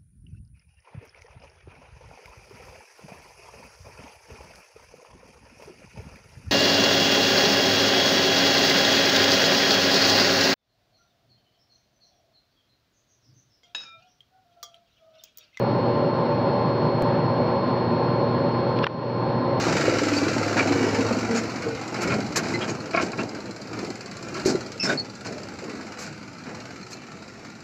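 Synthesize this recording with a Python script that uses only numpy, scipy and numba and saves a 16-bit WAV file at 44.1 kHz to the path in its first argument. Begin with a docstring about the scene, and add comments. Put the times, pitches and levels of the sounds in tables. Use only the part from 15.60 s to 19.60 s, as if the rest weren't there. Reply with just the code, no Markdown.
"""Something small clicks twice near the microphone: each impact excites short, damped modes, with light
rubbing around it. Behind it lies steady room and camera noise: a fan-like rush coloured by resonances,
mains hum, motor tones that swoop with each turn, and a thin high whine. The recorder adds hiss, and its
gain control ducks the scene at the clicks and lets it swell back. A splice leaves one faint, dry tick."""
import sys
import numpy as np
from scipy import signal
from scipy.fft import rfft, irfft
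from scipy.io import wavfile
from scipy.ndimage import uniform_filter1d
from numba import njit

SR = 44100
rng = np.random.default_rng(int(sys.argv[2]) if len(sys.argv) > 2 else 0)


def wav_out(sig):
    """Save sig, one row per channel (or a flat mono array), as 16-bit PCM at SR to the path in sys.argv[1]."""
    wavfile.write(sys.argv[1], SR, np.round(np.clip(np.atleast_2d(sig).T, -1, 1) * 32767).astype(np.int16))


N = 176400
TURN_HZ, BEAT_PEAK_S = 4.65, .25  # the motor's rotation rate; a time when its beats peak


def amp(db):
    """Decibels are logarithmic: 20 dB is a tenfold amplitude."""
    return 10 ** (np.asarray(db) / 20)


def unit_rms(x):
    """Normalisation to a mean power of 1."""
    return x / np.sqrt(np.mean(abs(x) ** 2) + 1e-20)


def add(mix, start_s, sound):
    """Superposition: a sound adds to the mix from its start time."""
    part = mix[round(start_s * SR):][:len(sound)]
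    part += sound[:len(part)]


def decay(t, t60):
    """Exponential damping: 60 dB down after t60 seconds."""
    return np.exp(-np.log(1000) * t / t60)


def wander(rate_hz):
    """Low-pass filtered noise gives a slow random fluctuation of rms 1."""
    hz = np.fft.rfftfreq(N, 1 / SR)
    return unit_rms(irfft(rfft(rng.standard_normal(N)) * (hz > 0) / (1 + (hz / rate_hz) ** 2), N))


def tone(hz, db, waver, rate_hz, neighbour=0):
    """Random modulation makes a tone waver; a neighbour TURN_HZ below it beats by interference."""
    carrier = np.exp(2j * np.pi * (np.cumsum(hz * np.ones(N)) / SR + rng.random()))
    beating = 1 + neighbour * np.exp(-2j * np.pi * TURN_HZ * (np.arange(N) / SR - BEAT_PEAK_S))
    modulation = 1 + waver * (wander(rate_hz) + 1j * wander(rate_hz))
    return amp(db) * unit_rms((carrier * beating * modulation).real)


def low_pass(x, hz):
    """A windowed-sinc filter cuts the band off steeply."""
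    return signal.oaconvolve(x, signal.firwin(401, hz, window=("kaiser", 8), fs=SR), "same")


def splice_tick():
    """A waveform discontinuity is broadband: one faint, dry digital tick at a splice."""
    out, t = np.zeros(N), np.arange(SR // 10) / SR
    add(out, start_s=1.4233, sound=amp(-19.5) * np.exp(-t / .0027))
    return out


def air_rush():
    """Resonance colours the broadband noise of moving air; its spectrum and level flicker slightly."""
    # Broad spectrum of the rush (frequency [Hz], spectral density [dB per Hz])
    spectrum = [(20, -77.5), (45, -77), (68, -72), (100, -55), (150, -47), (200, -52), (320, -52),
                (420, -56.5), (490, -54.5), (610, -55.5), (700, -64), (830, -56.5), (1150, -65.5),
                (2000, -76.5), (3000, -82.5), (4200, -84.5), (5300, -90.5), (5900, -99)]
    # Resonant peaks added to it (centre [Hz], width [Hz], peak density [dB per Hz])
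    resonances = [(256, 25, -56), (550, 86, -56), (796, 51, -57.5), (903, 43, -55.5), (1036.5, 65, -55.5),
                  (1384, 65, -67.5), (1680, 110, -73.5), (1870, 150, -80), (2760, 68, -81)]
    patch_db, patch_s, patch_width_hz, swell_db = .88, .08, 300, .5
    hz = np.fft.rfftfreq(N, 1 / SR)
    knot_hz, knot_db = np.transpose(spectrum)
    power = amp(np.interp(np.log(hz + 1), np.log(knot_hz), knot_db)) ** 2
    for centre, width, peak_db in resonances:
        power += amp(peak_db) ** 2 / (1 + 2 * ((hz - centre) / width) ** 2) ** 2
    noise = irfft(rfft(rng.standard_normal(N)) * np.sqrt(power * SR / 2), N)
    # Random patches of gain, smoothed over time and then over frequency
    bin_hz, frame_s, frames = signal.stft(noise, SR, nperseg=1024, noverlap=768)
    patches = rng.standard_normal(frames.shape)
    patches = uniform_filter1d(patches, round(patch_s / frame_s[1]), axis=1)
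    patches = uniform_filter1d(patches, round(patch_width_hz / bin_hz[1]), axis=0)
    frames *= amp(patch_db * unit_rms(patches))
    noise = signal.istft(frames, SR, nperseg=1024, noverlap=768)[1][:N]
    return noise * amp(swell_db * wander(rate_hz=14))


def mains_hum():
    """A harmonic series on 120 Hz, twice the mains frequency."""
    # Harmonics from the fundamental up (level [dB])
    harmonics = [-32, -34, -34.5, -36.5]
    return sum(tone(120 * k, db, waver=.15, rate_hz=2) for k, db in enumerate(harmonics, 1))


def whine():
    """A narrow spectral line, drifting slightly in pitch, is heard as a thin high whine."""
    # Envelope of the whine (time [s], level [dB])
    envelope = [(0, -47), (.55, -46), (.6, -49), (0.951, -45.5), (3.201, -45), (4, -46.5)]
    level_db = np.interp(np.arange(N) / SR, *np.transpose(envelope))
    pitch_hz = 4290 + 1.2 * wander(rate_hz=.83)
    return tone(pitch_hz, level_db, waver=.04, rate_hz=15)


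def motor_tones():
    """Beating: some of a small motor's steady tones throb together, once a turn."""
    # Motor partials (frequency [Hz], level before gain [dB], neighbour's amplitude [ratio])
    partials = [(332.8, -46, 0), (386.5, -41.5, .6), (409, -44, 0), (435.5, -47, 0), (453, -45, 0),
                (506.2, -44, .6), (528.7, -42, .2), (577.5, -39, 0), (599.5, -50, 0), (626.5, -48, 0),
                (648.4, -43.5, 0), (724, -49, 0), (755, -50, 0), (795.4, -46, .7), (1133, -51, 0),
                (2217, -57, 0), (2536, -69, 0), (3262, -70, 0)]
    gain_db = .5
    return sum(tone(hz, db + gain_db, waver=.12, rate_hz=.7, neighbour=neighbour)
               for hz, db, neighbour in partials)


def motor_swoops():
    """Periodic modulation: every turn of the motor brings round the same short gliding tones."""
    # Glides in one turn (peak time [s], length [s], frequency [Hz], glide [Hz/s], peak level [dB])
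    glides = [(0.033, 0.15, 555.2, 298, -28.5), (.099, 0.083, 572.7, -2.5, -32.5),
              (.178, 0.069, 572.7, 1, -34.5), (.075, .085, 892.6, 397, -34.5), (.187, .08, 916, 0, -37),
              (.107, .07, 1049, -200, -36.5), (.174, 0.12, 1034.8, -300, -33.5)]
    out, t = np.zeros(N), np.arange(N) / SR
    turn_s = 1 / TURN_HZ
    for peak_s, length, hz, glide, db in glides:
        from_peak = (t - peak_s + turn_s / 2) % turn_s - turn_s / 2
        swell = np.cos(np.pi * np.clip(from_peak / length, -.5, .5))
        out += swell * tone(hz + glide * from_peak, db, waver=.14, rate_hz=3)
    return out


def rubbing():
    """Friction makes brief swells of band noise before, between and after the clicks."""
    # Light rubs (time [s], length [s], peak level [dB])
    strokes = [(3.156, 0.032, -43), (3.188, .004, -28.5), (3.224, 0.023, -33), (3.244, 0.029, -38),
               (3.263, .09, -45.5)]
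    centre_hz, width_hz = 2800, 2700
    envelope, hz = np.zeros(N), np.fft.rfftfreq(N, 1 / SR)
    band = 1 / (1 + (2 * (hz - centre_hz) / width_hz) ** 2)
    noise = unit_rms(irfft(rfft(rng.standard_normal(N)) * band, N))
    for start_s, length, db in strokes:
        add(envelope, start_s, amp(db) * np.hanning(round(length * SR)) ** .5)
    return envelope * noise


def clicks():
    """Impact excitation: each contact rings damped modes, with a little scrape and a lower knock."""
    # Contacts, two to a click (time [s], gain [dB], pitch [ratio], relative knock level [dB])
    contacts = [(3.24, -10, 1.02, -21), (3.2425, 1, 1.0, -22.5), (3.2669, 1, 1.12, 0),
                (3.2707, -3.5, 0.86, -14.5)]
    # Modes of the struck part (frequency at pitch 1 [Hz], relative level [dB], t60 [s])
    modes = [(1380, -4, .012), (1622, -3, .014), (2064, -9, .012), (2703, -2, 0.0082), (3440, -11.5, .007),
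             (5250, -17.5, 0.0089)]
    rise_s, knock_hz = .0013, 1010
    out, t = np.zeros(N), np.arange(SR // 20) / SR
    onset = np.minimum(t / rise_s, 1)
    for start_s, gain_db, pitch, knock_db in contacts:
        ring = sum(amp(db) * decay(t, t60) * np.sin(2 * np.pi * hz * pitch * t) for hz, db, t60 in modes)
        scrape = amp(-21) * decay(t, t60=.011) * rng.standard_normal(len(t))
        knock = amp(knock_db) * decay(t, t60=.019) * np.sin(2 * np.pi * knock_hz * t)
        add(out, start_s, amp(gain_db) * onset * (ring + scrape + knock))
    return out


def scene():
    """The sources superpose at the microphone, in one channel."""
    background = air_rush() + mains_hum() + motor_tones() + motor_swoops() + whine()
    return (background + rubbing() + clicks())[None]


@njit
def follow(over_db, attack, release):
    """An envelope follower closes a fraction of the gap each sample: attack up, release down."""
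    out, held = np.zeros(len(over_db)), 0.0
    for i in range(len(over_db)):
        held += (over_db[i] - held) * (attack if over_db[i] > held else release)
        out[i] = held
    return out


def gain_control(x):
    """Limiting: peaks over a threshold, treble most of all, cut the gain fast; it recovers slowly."""
    threshold_db, attack_s, release_s = -8.5, .00005, .22
    treble = signal.lfilter(*signal.butter(1, 1400, "high", fs=SR), x)
    sensed_db = 20 * np.log10(abs(x + amp(2) * treble) + 1e-9)
    over_db = np.maximum(sensed_db - threshold_db, 0)
    duck_db = follow(over_db, attack=1 - np.exp(-1 / (attack_s * SR)), release=1 / (release_s * SR))
    return x * amp(-duck_db)


def record(dry):
    """Band limiting dulls the ducked sound and the recorder's hiss; the tick keeps a wider band."""
    hiss = amp(-59) * rng.standard_normal(N)
    narrow = low_pass(gain_control(dry[0]) + hiss, hz=5830)
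    return low_pass(narrow + splice_tick(), hz=16000)[None]


dry = scene()
out = record(dry)
wav_out(out)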